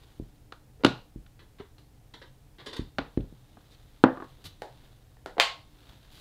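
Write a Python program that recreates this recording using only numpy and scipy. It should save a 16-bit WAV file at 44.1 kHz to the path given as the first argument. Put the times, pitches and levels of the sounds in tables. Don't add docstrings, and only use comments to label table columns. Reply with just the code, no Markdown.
import sys
import numpy as np
from scipy import signal
from scipy.fft import rfft, irfft
from scipy.io import wavfile

SR = 44100
rng = np.random.default_rng(int(sys.argv[2]) if len(sys.argv) > 2 else 0)


def bounce(signal):
    frames = np.transpose(np.atleast_2d(signal))
    limited = np.clip(frames, -1, 1)
    pcm = np.round(limited * 32767).astype(np.int16)
    wavfile.write(sys.argv[1], SR, pcm)


N = 273640
RING = SR // 2

# start in seconds, level in dB, contact brightness in Hz, resonance of the struck spot in Hz.
DAB_EVENTS = [(.1985, -5, 527, 330), (.8485, 11, 420.6, 297.8), (1.1595, -8.5, 226, 320),
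              (2.7935, -0.5, 390, 330), (2.9865, -7, 600, 130), (3.1745, 5.5, 620, 335),
              (3.325, -19.5, 700, 145)]
# frequency in Hz, relative level in dB.
DAB_COLOUR = [(20, -20.5), (45, -4), (100, -3), (260, -1), (480, -11), (800, -17), (2000, -33),
              (8000, -60.5)]
# frequency in Hz, level over the push in dB before ring_db, t60 in seconds.
DESK_MODES = [(42, 10, 0.08), (121, 2, 0.1), (225.8, -9, 0.27), (261, -4, 0.13), (325, -2.5, 0.076),
              (427, -7, .16), (498, -2, .15)]


def dabs():
    landings = blows(DAB_EVENTS, DAB_COLOUR, DESK_MODES, ring_db=1.0, spot_db=5.5, spot_t60=0.018,
                     clutter_db=-15.5, clutter_s=0.00087, room_db=-9.5,
                     bass_hz=20, bass_octaves_per_db=0.27)
    return rebound(landings)


def rebound(landings, db=-6, hz=190, lag_s=0.024):
    out = landings.copy()
    add(out, lag_s, amp(db) * soften(landings, hz))
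    return out


# start in seconds, level in dB, contact brightness in Hz, resonance of the struck spot in Hz.
KNOCK_EVENTS = [(.523, -22, 8500, 1363), (.8364, -6, 4470, 310), (.8476, 7.5, 14900, 2833),
                (.8642, -4, 10000, 3590), (1.263, -41, 3920, 1420), (2.9845, -5, 4800, 1900),
                (2.9895, -7.5, 3500, 520), (3.1738, -30, 3530, 1850), (3.2065, -40.5, 4000, 3400)]
# frequency in Hz, relative level in dB.
KNOCK_COLOUR = [(40, -16), (130, -2.5), (300, 7.5), (560, 1), (950, -2), (1400, -2.5), (2100, -10.5),
                (2800, -8), (3400, -11.5), (4000, -7), (5500, -21), (7500, -26.5), (11000, -35),
                (16000, -45.5)]
# frequency in Hz, level over the push in dB before ring_db, t60 in seconds.
CASE_MODES = [(121, 10, 0.2), (275, 1.5, 0.089), (467, 0.5, 0.24), (1440, 5, 0.094), (3480, 2.5, 0.11)]


def knocks():
    return blows(KNOCK_EVENTS, KNOCK_COLOUR, CASE_MODES, ring_db=-2, spot_db=0.5, spot_t60=0.007,
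                 clutter_db=5.0, clutter_s=0.0025, room_db=-4.0,
                 bass_hz=104.8, bass_octaves_per_db=-0.11)


# start in seconds, level in dB, contact brightness in Hz, resonance of the struck spot in Hz.
PRESS_EVENTS = [(3.571, -25.5, 6000, 680), (4.039, 15.5, 4830, 499), (4.173, -14, 9000, 1140),
                (4.202, -15.5, 9100, 1220), (4.223, -13.5, 7000, 1110), (4.245, -23, 9000, 1150)]
# frequency in Hz, relative level in dB.
PRESS_COLOUR = [(40, -23.5), (125, -13), (260, 5.5), (500, -3.5), (800, -3), (1250, -5), (1750, -7.5),
                (2200, -23.5), (3600, -27.5), (5200, -40.5), (8000, -55.5), (16000, -60)]


def stamping():
    return blows(PRESS_EVENTS, PRESS_COLOUR, DESK_MODES, ring_db=2, spot_db=7.5, spot_t60=0.048,
                 clutter_db=-1, clutter_s=0.0047, room_db=-7,
                 bass_hz=38, bass_octaves_per_db=0.02)


# start in seconds, level in dB, contact brightness in Hz, resonance of the struck spot in Hz.
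CLACK_EVENTS = [(5.3995, 10.5, 11000, 2223)]
# frequency in Hz, relative level in dB.
CLACK_COLOUR = [(60, -33), (280, -28), (520, 0.5), (950, 1), (1600, 0.5), (2200, 2.5), (3200, 2),
                (4600, -1.5), (5500, -12.5), (7500, -12), (9500, -20.5), (12800, -21), (14000, -25.5),
                (16000, -39)]
# frequency in Hz, level over the push in dB before ring_db, t60 in seconds.
ACRYLIC_MODES = [(795, -7, 0.12), (947, -5.5, 0.26), (1082, 4.5, 0.31), (2100, 1, 0.05),
                 (2840, -9.5, 0.058), (3110, -5, 0.067), (3566, 0, .14)]


def clack():
    return blows(CLACK_EVENTS, CLACK_COLOUR, ACRYLIC_MODES, ring_db=4.5, spot_db=-15, spot_t60=0.02,
                 clutter_db=-5.5, clutter_s=0.0017, room_db=-0.54, bass_hz=100)


# start in seconds, level in dB, contact brightness in Hz, resonance of the struck spot in Hz.
BUMP_EVENTS = [(4.6201, -13.5, 7200, 820), (5.169, -38.5, 5010, 1788), (5.2603, -15, 6920, 1400),
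               (5.369, -17, 1200, 600), (5.382, -5, 3000, 676), (5.3957, -10.5, 1800, 670)]
# frequency in Hz, relative level in dB.
BUMP_COLOUR = [(50, -18), (200, -6.5), (450, 7), (850, -0.5), (1300, -9), (1800, -4.5), (2500, -17),
               (4000, -13), (6000, -24), (16000, -20)]


def bumps():
    return blows(BUMP_EVENTS, BUMP_COLOUR, ACRYLIC_MODES, ring_db=-13.5, spot_db=6.5, spot_t60=0.027,
                 clutter_db=3, clutter_s=0.0016, room_db=2.4, bass_hz=170)


def blows(events, colour, modes, ring_db, spot_db, spot_t60, clutter_db, clutter_s, room_db,
          bass_hz, bass_octaves_per_db=0):
    out = np.zeros(N)
    held_modes = [(hz, db + ring_db, t60) for hz, db, t60 in modes]
    for start, db, bright_hz, spot_hz in events:
        ring = soften(body(colour, [*held_modes, (spot_hz, spot_db, spot_t60)]), bright_hz)
        edge_hz = min(bass_hz * 2 ** (bass_octaves_per_db * db), SR / 10)
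        bass_cut = signal.butter(2, edge_hz, "high", fs=SR, output="sos")
        blow = unit(signal.sosfilt(bass_cut, ring))
        add(out, start, amp(db) * room(blow, room_db, clutter_db, clutter_s))
    return out


def body(colour, modes):
    t = np.arange(RING) / SR
    ring = np.zeros(RING)
    for hz, db, t60 in modes:
        damping = np.log(1000) / t60
        strength = amp(db) * 2 * damping / SR
        ring += strength * np.exp(-damping * t) * np.cos(2 * np.pi * hz * t)
    ring[0] += 1
    return signal.fftconvolve(push(colour), ring)[:RING]


# start in seconds, level in dB, length in seconds, brightness in Hz.
CRACKLE_EVENTS = [(1.392, -28.5, 0.017, 3930), (1.586, -25.5, .024, 3200), (1.782, -33, 0.0044, 9030),
                  (2.138, -21, 0.0072, 7120), (2.215, -22, .012, 4100), (2.584, -20.5, 0.033, 3500),
                  (2.661, -12.5, .013, 10000), (2.73, -14.5, .012, 9000), (2.7655, -16, .006, 12400)]
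# frequency in Hz, relative level in dB.
CRACKLE_COLOUR = [(60, -49), (250, 3.5), (450, 8), (650, -6.5), (950, 3), (1300, -3.5), (1850, 1.5),
                  (2500, -8), (3700, 4.5), (4900, -5.5), (6200, -15), (9000, -15.5), (16000, -23)]


def crackles():
    return unstick(with_trails(CRACKLE_EVENTS), CRACKLE_COLOUR, grain_db=1.0, room_db=-2, count=36)


def with_trails(events, trail_db=-6, stretch=1.9, dulling=0.55):
    bursts = []
    for start, db, length, hz in events:
        bursts.append((start, db, length, hz))
        bursts.append((start + length, db + trail_db, length * stretch, hz * dulling))
    return bursts


# start in seconds, level in dB, length in seconds, brightness in Hz.
SUCK_EVENTS = [(.795, -22, 0.034, 1200), (1.598, -14, .016, 1540), (2.664, -19, 0.023, 1200)]
# frequency in Hz, relative level in dB.
SUCK_COLOUR = [(60, -11), (250, -9.5), (340, -14), (430, 7), (560, -14), (1000, -17), (3000, -16.5),
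               (12000, -31)]


def sucks():
    return unstick(SUCK_EVENTS, SUCK_COLOUR, grain_db=1.0, room_db=-10.0)


# start in seconds, level in dB, length in seconds, brightness in Hz.
PEEL_EVENTS = [(3.708, -30, 0.043, 9100), (4.441, -21.5, .012, 12000), (4.453, -15, .02, 12700),
               (6.115, -22.5, .085, 14800)]
# frequency in Hz, relative level in dB.
PEEL_COLOUR = [(100, 12.5), (700, -6.5), (2400, -2.5), (3900, 5), (5500, -5.5), (8000, -10), (16000, -8.5)]


def peel():
    return unstick(PEEL_EVENTS, PEEL_COLOUR, grain_db=-0.5, room_db=-6.0, count=120)


def unstick(events, colour, grain_db, room_db, count=24):
    out, snap = np.zeros(N), push(colour)
    for start, db, length, bright_hz in events:
        place, size, sign = rng.random((count, 3)).T
        heights = np.sign(sign - 0.5) * amp(-grain_db * np.log(1 - size))
        snaps = np.zeros(RING)
        np.add.at(snaps, (place * length * SR).astype(int), heights)
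        burst = unit(soften(signal.fftconvolve(snaps, snap)[:RING], bright_hz))
        add(out, start, amp(db) * room(burst, room_db, clutter_db=-6, clutter_s=0.0081))
    return out


# time of fastest motion in seconds, level in dB, time to slow down in seconds.
STROKES = [(.04, -63.5, 0.24), (3.68, -66.5, 0.9), (4.301, -62.5, 0.26), (4.82, -62, .18),
           (5.88, -57.5, 0.14), (6.17, -60.5, 0.21)]
# frequency in Hz, relative level in dB.
SLIDE_COLOUR = [(100, 4), (600, 0.5), (1500, -1.5), (2400, -6), (3700, 1.5), (5500, -12.5), (9000, -19.5),
                (16000, -19)]


def hands(grain_db=3, rise=0.96):
    t = np.arange(N) / SR
    power = np.zeros(N)
    for peak_s, db, slowing in STROKES:
        away = np.maximum((peak_s - t) / rise, t - peak_s) / slowing
        power += amp(db) ** 2 * np.exp(-2 * away)
    fibres = np.repeat(rng.standard_normal(N // 128 + 1), 128)[:N]
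    hiss = rng.standard_normal(N) * amp(grain_db * fibres)
    return tint(hiss, SLIDE_COLOUR) * np.sqrt(power)


# frequency in Hz, t60 in seconds.
ROOM_DECAY = [(100, 0.4), (300, 0.21), (800, 0.34), (1800, 0.27), (4200, 0.33), (7000, 0.27), (11000, 0.2),
              (16000, 0.28)]


def room(x, room_db, clutter_db, clutter_s, build_s=0.0049):
    t = np.arange(RING) / SR
    hz, t60 = np.transpose(ROOM_DECAY)
    noise = rfft(rng.standard_normal(RING))
    log_hz = np.log(np.fft.rfftfreq(RING, 1 / SR) + 1)
    tail = np.zeros(RING)
    for band, decay in zip(np.eye(len(hz)), t60):
        band_noise = irfft(noise * np.interp(log_hz, np.log(hz), band), RING)
        tail += band_noise * np.exp(-np.log(1000) * t / decay)
    tail *= 1 - np.exp(-(t / build_s) ** 2)
    bounces = rfft(rng.standard_normal(RING) * t * np.exp(-2 * t / clutter_s))
    scatter = irfft(bounces / np.abs(bounces), RING) * np.exp(-t / (10 * clutter_s))
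    paths = amp(room_db) * unit(tail) + amp(clutter_db) * unit(scatter)
    paths[0] += 1
    return signal.fftconvolve(x, paths)


# frequency in Hz, relative level in dB.
AIR_COLOUR = [(12, -33), (20, -2), (98, -8.5), (129, -8.5), (175, -18.5), (201, -19), (274, -20),
              (306, -12.5), (332, -27.5), (439, -23), (613, -28.5), (745, -26.5), (1130, -35),
              (3850, -39.5), (15500, -43.5)]


def air(air_db=-56.5, hum_hz=127, hum_width_hz=14, hum_db=-65):
    rumble = tint(rng.standard_normal(N), AIR_COLOUR)
    resonance = signal.iirpeak(hum_hz, hum_hz / hum_width_hz, fs=SR)
    drone = signal.lfilter(*resonance, rng.standard_normal(N))
    return amp(air_db) * rumble + amp(hum_db) * unit(drone) * np.sqrt(N)


def amp(db):
    return 10 ** (np.asarray(db) / 20)


def unit(x):
    return x / np.sqrt(np.sum(x ** 2))


def gains(points, size):
    hz, db = np.transpose(points)
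    log_hz = np.log(np.fft.rfftfreq(size, 1 / SR) + 1)
    return amp(np.interp(log_hz, np.log(hz), db))


def tint(x, points):
    return unit(irfft(rfft(x) * gains(points, N), N)) * np.sqrt(N)


def push(points, size=4096):
    cepstrum = irfft(np.log(gains(points, size)))
    cepstrum[1:size // 2] *= 2
    cepstrum[size // 2 + 1:] = 0
    return irfft(np.exp(rfft(cepstrum)))


def soften(x, hz):
    return signal.sosfilt(signal.butter(2, min(hz, 0.45 * SR), fs=SR, output="sos"), x)


def add(out, start, x):
    i = int(start * SR)
    out[i:i + len(x)] += x[:N - i]


def scene():
    contacts = dabs() + knocks() + stamping() + clack() + bumps()
    sticking = crackles() + sucks() + peel()
    return (contacts + sticking + hands() + air())[None]


def record(dry, top_hz=15500):
    clipped = np.clip(dry, -1, 1)
    treble_cut = signal.ellip(8, 0.1, 60, top_hz, fs=SR, output="sos")
    return signal.sosfilt(treble_cut, clipped)


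dry = scene()
out = record(dry)
bounce(out)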